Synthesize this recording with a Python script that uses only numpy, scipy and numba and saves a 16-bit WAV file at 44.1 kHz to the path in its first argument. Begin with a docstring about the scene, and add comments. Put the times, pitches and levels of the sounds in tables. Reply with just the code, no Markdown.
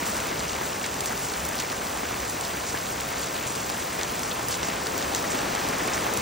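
"""Steady rain patters on a wooden deck while drops sizzle on the hot metal cover of a small wood stove.
Near drops slap, click and splash on the boards; on the cover they tick, spit and boil away.
Behind them are a wash of rain further off and the faint rumble of the flames. The shower swells at the
start and near the end. A phone hears it with two microphones, the right one a little nearer the stove."""
import sys
import numpy as np
from scipy import signal
from scipy.fft import rfft, irfft, next_fast_len
from scipy.io import wavfile
from scipy.ndimage import uniform_filter1d
from numba import njit

SR = 44100
rng = np.random.default_rng(int(sys.argv[2]) if len(sys.argv) > 2 else 0)


def to_wav(s):
    """Save 16-bit WAV."""
    ch = np.atleast_2d(s).T  # columns
    pcm = np.round(np.clip(ch, -1, 1) * 32767)  # PCM
    wavfile.write(sys.argv[1], SR, pcm.astype(np.int16))


N = 273861
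TIME = np.arange(N) / SR
LEFTWARD = np.array([[1], [-1]])  # adds on the left, takes away on the right
STOVE_LAG_S, STOVE_LAG_SPREAD_S = 44e-6, 3e-6  # the stove's sound reaches the left side later


# tone of the wet boards: f/Hz, level/dB
BOARD_TONE = [(60, 3), (150, 0.5), (300, -0.5), (700, -4), (1100, -2.5), (1700, 2.5), (2600, 2),
              (5000, -1.5), (16000, -22)]
def deck(shower_db):
    """Drops slap the wet boards from every side, each a short blip of falling pitch."""
    t, size, hz, direction = random_drops(count=12000, low_hz=162, high_hz=3710, spread_db=2.5)
    patter = blips(t, size * np.sqrt(hz), hz, cycles=2.4, glide=-0.14, lag=0.02 * direction / hz)
    return set_level(colour(patter, BOARD_TONE), -5) * undb(shower_db)


# fat drops on the nearest boards: t/s, slap level/dB, splash level/dB, splash f/Hz
NEAR_DROPS = [(.02, -27, -38, 2360), (.074, -27, -44, 1790), (0.166, -33, -41, 1500),
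              (.313, -26, -38, 1500), (.435, -28, -39, 1900), (0.553, -26, -38, 2100),
              (.612, -25, -37.5, 1490), (.745, -29, -35, 1880), (.838, -36, -36, 2040),
              (1.104, -25, -35.5, 1500), (1.336, -29, -45, 2800), (1.601, -34, -40, 2700),
              (1.636, -26, -39, 1900), (1.712, -25, -37.5, 1500), (1.812, -24, -41, 1700),
              (1.95, -28, -35, 1110), (2.032, -25, -38, 1890), (2.111, -27, -38, 1800),
              (2.743, -21, -33, 1500), (3.16, -28, -38, 1600), (3.356, -26, -42, 2300),
              (3.699, -23, -45, 3040), (3.991, -22, -41, 2610), (4.39, -27, -39, 1200),
              (4.63, -23, -41, 1900), (4.686, -22, -39, 2200), (5.24, -29, -35, 1510),
              (5.35, -25, -38, 1200), (5.55, -22, -34, 1880), (5.65, -24, -38, 1700),
              (5.73, -25, -39, 1500), (5.8, -29, -35, 2200), (5.878, -22, -39, 2000),
              (5.964, -27, -35, 1700), (6.066, -19, -38, 2200)]
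def fat_drops():
    """A big drop slaps a wet board to the left or right; the board thuds and water splashes."""
    t, slap_db, splash_db, splash_hz = np.transpose(NEAR_DROPS)
    detune, direction = rng.standard_normal((len(t), 2)).T
    pitch_ratio = 2 ** (.23 * detune)
    slap_hz, thud_hz = 940 * pitch_ratio, 330 * pitch_ratio
    lag = .3 / slap_hz * np.sign(direction)
    slap = blips(t, undb(slap_db), slap_hz, cycles=2.2, glide=-0.13, lag=lag)
    thud = blips(t, undb(slap_db - 7), thud_hz, cycles=3.05)
    return slap + thud + spray(t, splash_db, splash_hz, length_s=.022, count=45, octaves=1)


# drops that land on bare wood: t/s, level/dB, f/Hz
BARE_WOOD_DROPS = [(0.2023, -19, 6400), (0.4416, -23, 4400), (0.5318, -21, 4000), (0.7304, -22, 5000),
                   (0.8421, -17.5, 3800), (0.8536, -18, 3000), (0.863, -19, 2400), (0.942, -19, 6140),
                   (1.177, -22, 4500), (1.2985, -20.5, 4900), (1.3374, -18.5, 3900), (1.53, -24, 5800),
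                   (1.5805, -18, 4600), (1.5887, -16.5, 4600), (1.6, -21, 3000), (1.6023, -20, 5700),
                   (1.7007, -18, 3800), (1.717, -24, 5500), (1.869, -23, 3800), (2.033, -24, 3200),
                   (2.451, -18, 4700), (2.775, -22, 4100), (3.002, -19.5, 3800), (3.1725, -23, 3000),
                   (3.2218, -24, 4600), (3.23, -21, 4400), (3.239, -23, 4200), (3.272, -22, 5000),
                   (3.3528, -21, 4000), (3.3653, -18.5, 3500), (3.5583, -17, 5700), (3.6941, -19, 4600),
                   (3.7003, -21, 3800), (3.9949, -20, 4200), (4.0127, -15, 4600), (4.233, -19, 5000),
                   (4.5095, -19, 6500), (4.5173, -22, 4300), (4.526, -18, 4300), (4.5427, -18, 4000),
                   (4.631, -15, 4300), (4.6842, -23, 4400), (4.8693, -14.5, 4570), (5.0154, -23, 4800),
                   (5.0255, -16.5, 4400), (5.1602, -20, 5500), (5.2698, -22, 4600), (5.3902, -18, 3900),
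                   (5.812, -25, 3400), (5.883, -21, 3800), (5.9366, -21, 4800)]
def pats():
    """A drop smacks on bare wood: one dry click and a pinch of spray."""
    t, db, hz = np.transpose(BARE_WOOD_DROPS)
    click = blips(t, undb(db), hz, cycles=1.25)
    return click + spray(t, db - 15, hz, length_s=.0025, count=30, octaves=0.97)


def spatter(swell_db):
    """Small drops splash on the boards at random, louder as the shower swells."""
    t, size, hz, _ = random_drops(count=60, low_hz=1560, high_hz=6500, spread_db=0.6)
    splashes = spray(t, -44 + 20 * np.log10(size), hz, length_s=.014, count=60, octaves=0.63)
    return splashes * undb(swell_db / 2)


# tone of the water boiling on the cover: f/Hz, level/dB
BOILING_TONE = [(1000, -18), (3000, -10), (4000, -8), (5000, -5), (6000, 0), (7000, 2.8), (8000, 3.2),
                (9500, 2.6), (10800, 6), (11800, 6), (13000, 6), (14500, 8.8), (16000, 9)]
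def sizzle(swell_db):
    """Tiny steam bubbles burst on the wet cover; fresh droplets prickle and boil away in puffs."""
    t, size, hz, direction = random_drops(count=50000, low_hz=2540, high_hz=22700, spread_db=-1.5)
    fizz = blips(t, size * np.sqrt(hz), hz, cycles=3.77, lag=stove_lag(direction))
    t, size, hz, direction = random_drops(count=900, low_hz=2840, high_hz=14000, spread_db=3.5)
    prickle = blips(t, size * np.sqrt(hz), hz, cycles=1.37, lag=stove_lag(direction))
    t, size, hz, _ = random_drops(count=110, low_hz=5200, high_hz=13500, spread_db=1.6)
    puffs = spray(t, 20 * np.log10(size), hz, length_s=.035, count=90, octaves=.45)
    boiling = set_level(fizz, 0) + set_level(prickle, -6.5) + set_level(puffs, -10)
    waver_db = 0.15 * swell_db + .7 * wander(per_second=14)
    return set_level(colour(boiling, BOILING_TONE), -33.8) * undb(waver_db)


# the snap, crack, ring and dull tap in one tick: pitch ratio, level/dB, length/cycles
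TICK_PARTS = [(1.9, -11, 4), (1.03, -0.5, 3.1), (0.76, -10, 4), (0.5, -13, 1.6)]
def ticks(t, db, hz):
    """A drop cracks on the hot metal, the sheet rings briefly, and a little spray follows."""
    lag = stove_lag(rng.standard_normal(len(t)))
    hit = sum(blips(t, undb(db + part_db), ratio * hz, cycles, lag=lag)
              for ratio, part_db, cycles in TICK_PARTS)
    return hit + spray(t, db - 29, 0.9 * hz, length_s=.01, count=120, octaves=1.4)


# the loudest drops on the hot cover: t/s, level/dB, f/Hz
LOUD_TICKS = [(0.0835, -26, 7400), (0.1682, -9, 10100), (0.394, -15, 7300), (0.863, -13, 7300),
              (1.007, -8.5, 7400), (1.0593, -6, 11200), (1.1244, -11, 13900), (1.3984, -17, 12100),
              (1.452, -10, 11000), (1.555, -10, 13200), (1.602, -12, 12300), (1.726, -14, 11200),
              (1.974, -13, 10300), (2.2984, -12, 10300), (2.411, -11, 7800), (2.7868, -15, 11400),
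              (3.008, -9.5, 12000), (3.553, -15, 9700), (3.7004, -12, 11000), (4.0328, -10, 6500),
              (4.194, -11, 10700), (4.2339, -12, 12300), (4.4853, -6, 11000), (4.8601, -17, 7300),
              (4.8697, -14, 12000), (4.9796, -8.5, 12300), (5.1486, -5, 6700), (5.3193, -18, 7000),
              (5.3487, -13, 12800), (5.5517, -11, 7440), (5.688, -8, 11300), (5.8751, -9, 11100),
              (6.1378, -5, 14000), (6.1741, -5.5, 10400)]
def cover_drops():
    """Drops hit the hot cover: loud ticks, with fainter ones at random between them."""
    t, size, hz, _ = random_drops(count=26, low_hz=6682, high_hz=13364, spread_db=1.5)
    return ticks(*np.transpose(LOUD_TICKS)) + ticks(t, -23 + 20 * np.log10(size), hz)


# drops that boil away on the cover: t/s, level/dB, length/s, f/Hz, pitch scatter/octaves
SKITTERING_DROPS = [(0.054, -36, 0.12, 8400, 1.4), (0.06, -35, .035, 14500, .25),
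                    (0.375, -41, .04, 6800, .7), (0.48, -40, 0.086, 7440, 0.56),
                    (0.663, -46, .04, 7800, .5), (1.071, -35, 0.019, 6330, 0.67),
                    (1.238, -40, 0.043, 7600, 0.62), (1.597, -30, .011, 5050, 0.94),
                    (1.714, -42, 0.014, 5800, 0.5), (2.433, -40, 0.041, 5600, 1.0),
                    (2.663, -36, 0.052, 7200, .7), (2.765, -56, 0.045, 6300, .7),
                    (3.171, -40, 0.13, 6540, 0.82), (3.465, -36, 0.058, 8400, .55),
                    (3.568, -47, 0.11, 8500, 0.63), (3.79, -39, 0.033, 7900, 0.45),
                    (4.235, -39.5, .05, 8500, 1.0), (4.311, -32.5, 0.01, 3300, 0.35),
                    (4.512, -32.5, .04, 6000, 1.3), (4.634, -37, 0.045, 6370, 0.5),
                    (4.719, -49, 0.1, 7850, .7), (5.154, -37, 0.037, 5200, .9),
                    (5.303, -35.5, .03, 7500, 0.5), (5.933, -34, 0.031, 6700, 0.51)]
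def spits():
    """A drop breaks into many droplets that skitter over the hot metal."""
    t, db, length_s, hz, octaves = np.transpose(SKITTERING_DROPS)
    return spray(t, db, hz, length_s, count=300, octaves=octaves)


# tone of the distant rain: f/Hz, level/dB
FAR_RAIN_TONE = [(40, -34), (100, 1), (250, -3), (500, 2), (1000, 1), (1800, -4), (3500, -9), (6000, -10.5),
                 (10000, -26.5), (16000, -108)]
def far_rain(shower_db):
    """Countless drops on the gravel all around blur into a flickering wash, a touch louder on the left."""
    middle, side = rng.standard_normal((2, N))
    wash = colour(middle + (0.5 * side + 0.044 * middle) * LEFTWARD, FAR_RAIN_TONE)
    return set_level(wash, -1.2) * undb(shower_db + 0.08 * wander(per_second=16))


# two swells in the shower: peak t/s, rise/dB, half width/s
SHOWER_SWELLS = [(0.1, 2, 0.33), (5.75, 4.0, 1)]
def swell():
    """How far the shower rises above its steady level, in dB."""
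    return sum(rise_db * np.exp(-((TIME - peak) / width) ** 2) for peak, rise_db, width in SHOWER_SWELLS)


# tone of the rain that a swell adds: f/Hz, level/dB
SWELL_TONE = [(1000, -1), (2000, 0), (3500, -3), (7000, -4.5)]
def extra_rain(shower, swell_db):
    """The added rain of a swell comes from further off, so it sounds duller."""
    return colour(shower * (undb(swell_db) - 1), SWELL_TONE)


# tone of the fire's rumble: f/Hz, level/dB
RUMBLE_TONE = [(20, -32), (35, -11), (52, 5.5), (68, 12), (85, 5), (130, 5), (300, -60.5)]
# tone of its roar: f/Hz, level/dB
ROAR_TONE = [(60, -42), (125, -6.5), (230, 4.5), (400, 6), (700, -4), (1500, -77)]
# how the roar rises and falls: t/s, level/dB
ROAR_LOUDNESS = [(0, -47), (.2, -42.5), (1.2, -46.5), (3.1, -44.5), (4.55, -44.5), (4.8, -46.5),
                 (4.92, -38), (5.2, -39), (5.7, -40), (6.2, -39)]
def flames():
    """The fire flutters low in the middle; a soft roar from the left grows towards the end."""
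    rumble = colour(rng.standard_normal(N), RUMBLE_TONE) * undb(wander(per_second=23.76))
    roar = set_level(colour(rng.standard_normal(N), ROAR_TONE), 0)
    roar_db = np.interp(TIME, *np.transpose(ROAR_LOUDNESS))
    return set_level(rumble, -46.5) + roar * undb(roar_db) * (1 + .8 * LEFTWARD)


def random_drops(count, low_hz, high_hz, spread_db):
    """Random times, sizes, pitches and directions; a positive spread gives many small drops, few big."""
    when, weight, pitch, place = rng.random((count, 4)).T
    size = undb(-spread_db * np.log(.025 + weight))
    hz = low_hz * (high_hz / low_hz) ** pitch
    direction = np.sqrt(3) / np.pi * np.log(place / (1 - place))  # mostly near the middle
    return when * N / SR, size, hz, direction


def spray(t, db, hz, length_s, count, octaves):
    """A cloud of droplets follows each time t, scattered in pitch and gone after 1.5 lengths."""
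    delay, up, down, weight = rng.random((len(t), count, 4)).transpose(2, 1, 0)
    when = t + 1.5 * length_s * (1 - np.sqrt(delay))
    pitch = hz * 2 ** (octaves * (up + down - 1))
    size = undb(db) * np.sqrt(pitch * length_s / count) * -np.log(1 - weight)
    return blips(when.ravel(), size.ravel(), pitch.ravel(), cycles=2.91, lag=STOVE_LAG_S)


def stove_lag(direction):
    """Seconds by which a sound on the cover reaches the left microphone after the right."""
    return STOVE_LAG_S + STOVE_LAG_SPREAD_S * direction


def blips(t, size, hz, cycles, glide=0, lag=0):
    """Very short tones, one at each time t; cycles and lag may be one value for all."""
    each = np.ones(len(t))
    hz = np.minimum(hz, .42 * SR)
    return ring(t * each, size * each, hz * each, cycles * each, float(glide), lag * each)


@njit
def ring(t, size, hz, cycles, glide, lag):
    """Each blip grows and dies in a few cycles; glide bends its pitch, and the left is lag s late."""
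    out = np.zeros((2, N))
    for k in range(len(t)):
        life = cycles[k] / hz[k]
        for mic in range(2):
            start = t[k] + lag[k] * (.5 - mic)
            for i in range(max(int(start * SR) + 1, 0), min(int((start + 2 * life) * SR), N)):
                age = (i / SR - start) / life
                loudness = size[k] * 4 * age * np.exp(1 - 4 * age)
                turns = cycles[k] * (age - .25) * (1 + glide * (age - .25))
                out[mic, i] += loudness * np.cos(2 * np.pi * turns + k)
    return out


def undb(db):
    """Turn decibels into a number to multiply by."""
    return 10 ** (np.asarray(db) / 20)


def set_level(x, db):
    """Scale a sound to an average (rms) level."""
    return x * undb(db) / np.sqrt(np.mean(x ** 2))


def colour(x, tone):
    """Turn pitches up or down following a tone table."""
    hz, db = np.transpose(tone)
    size = next_fast_len(N + 4096)
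    f = np.maximum(np.arange(size // 2 + 1) * SR / size, 1)
    gain = undb(np.interp(np.log(f), np.log(hz), db))
    return irfft(rfft(x, size) * gain, size)[..., :N]


def wander(per_second):
    """Slide from one random value to the next, typically about 1 away from zero."""
    hold = int(SR / per_second)
    steps = rng.standard_normal(1024)[np.arange(N) // hold % 1024]
    return set_level(uniform_filter1d(steps, hold), 0)


def scene():
    """Rain, stove and fire as they reach the two microphones."""
    shower_db, swell_db = -33, swell()
    wash = far_rain(shower_db)
    flurry_db = 0.97 * wander(per_second=10)  # near drops come in small flurries
    shower = wash + deck(shower_db + flurry_db)
    rain = shower + extra_rain(shower, swell_db) + fat_drops() + pats()
    stove = sizzle(swell_db) + spits() + cover_drops() + flames()
    return rain + stove + spatter(swell_db)


# the phone's treble lift: f/Hz, level/dB
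TREBLE_LIFT = [(3000, 0), (5000, 2), (8000, 4.3), (9500, 4.5), (11000, 0)]
# how much the phone boosts or cuts the difference between left and right: f/Hz, level/dB
STEREO_WIDTH = [(100, -22), (250, -8.5), (400, -1), (700, 8.5), (1050, 7), (1250, 8.5), (1600, -4),
                (2100, -24), (4900, -24), (6000, -9), (6800, -6), (9500, -4), (10600, 0)]
def record(dry):
    """The phone lifts the treble, widens the low mids, centres bass and upper mids, and cuts the top."""
    left, right = colour(dry, TREBLE_LIFT)
    middle = (left + right) / 2
    side = colour((left - right) / 2, STEREO_WIDTH)
    low_pass = signal.ellip(10, .2, 70, 15700, fs=SR, output="sos")
    return signal.sosfilt(low_pass, np.array([middle + side, middle - side]))


dry = scene()
out = record(dry)
to_wav(out)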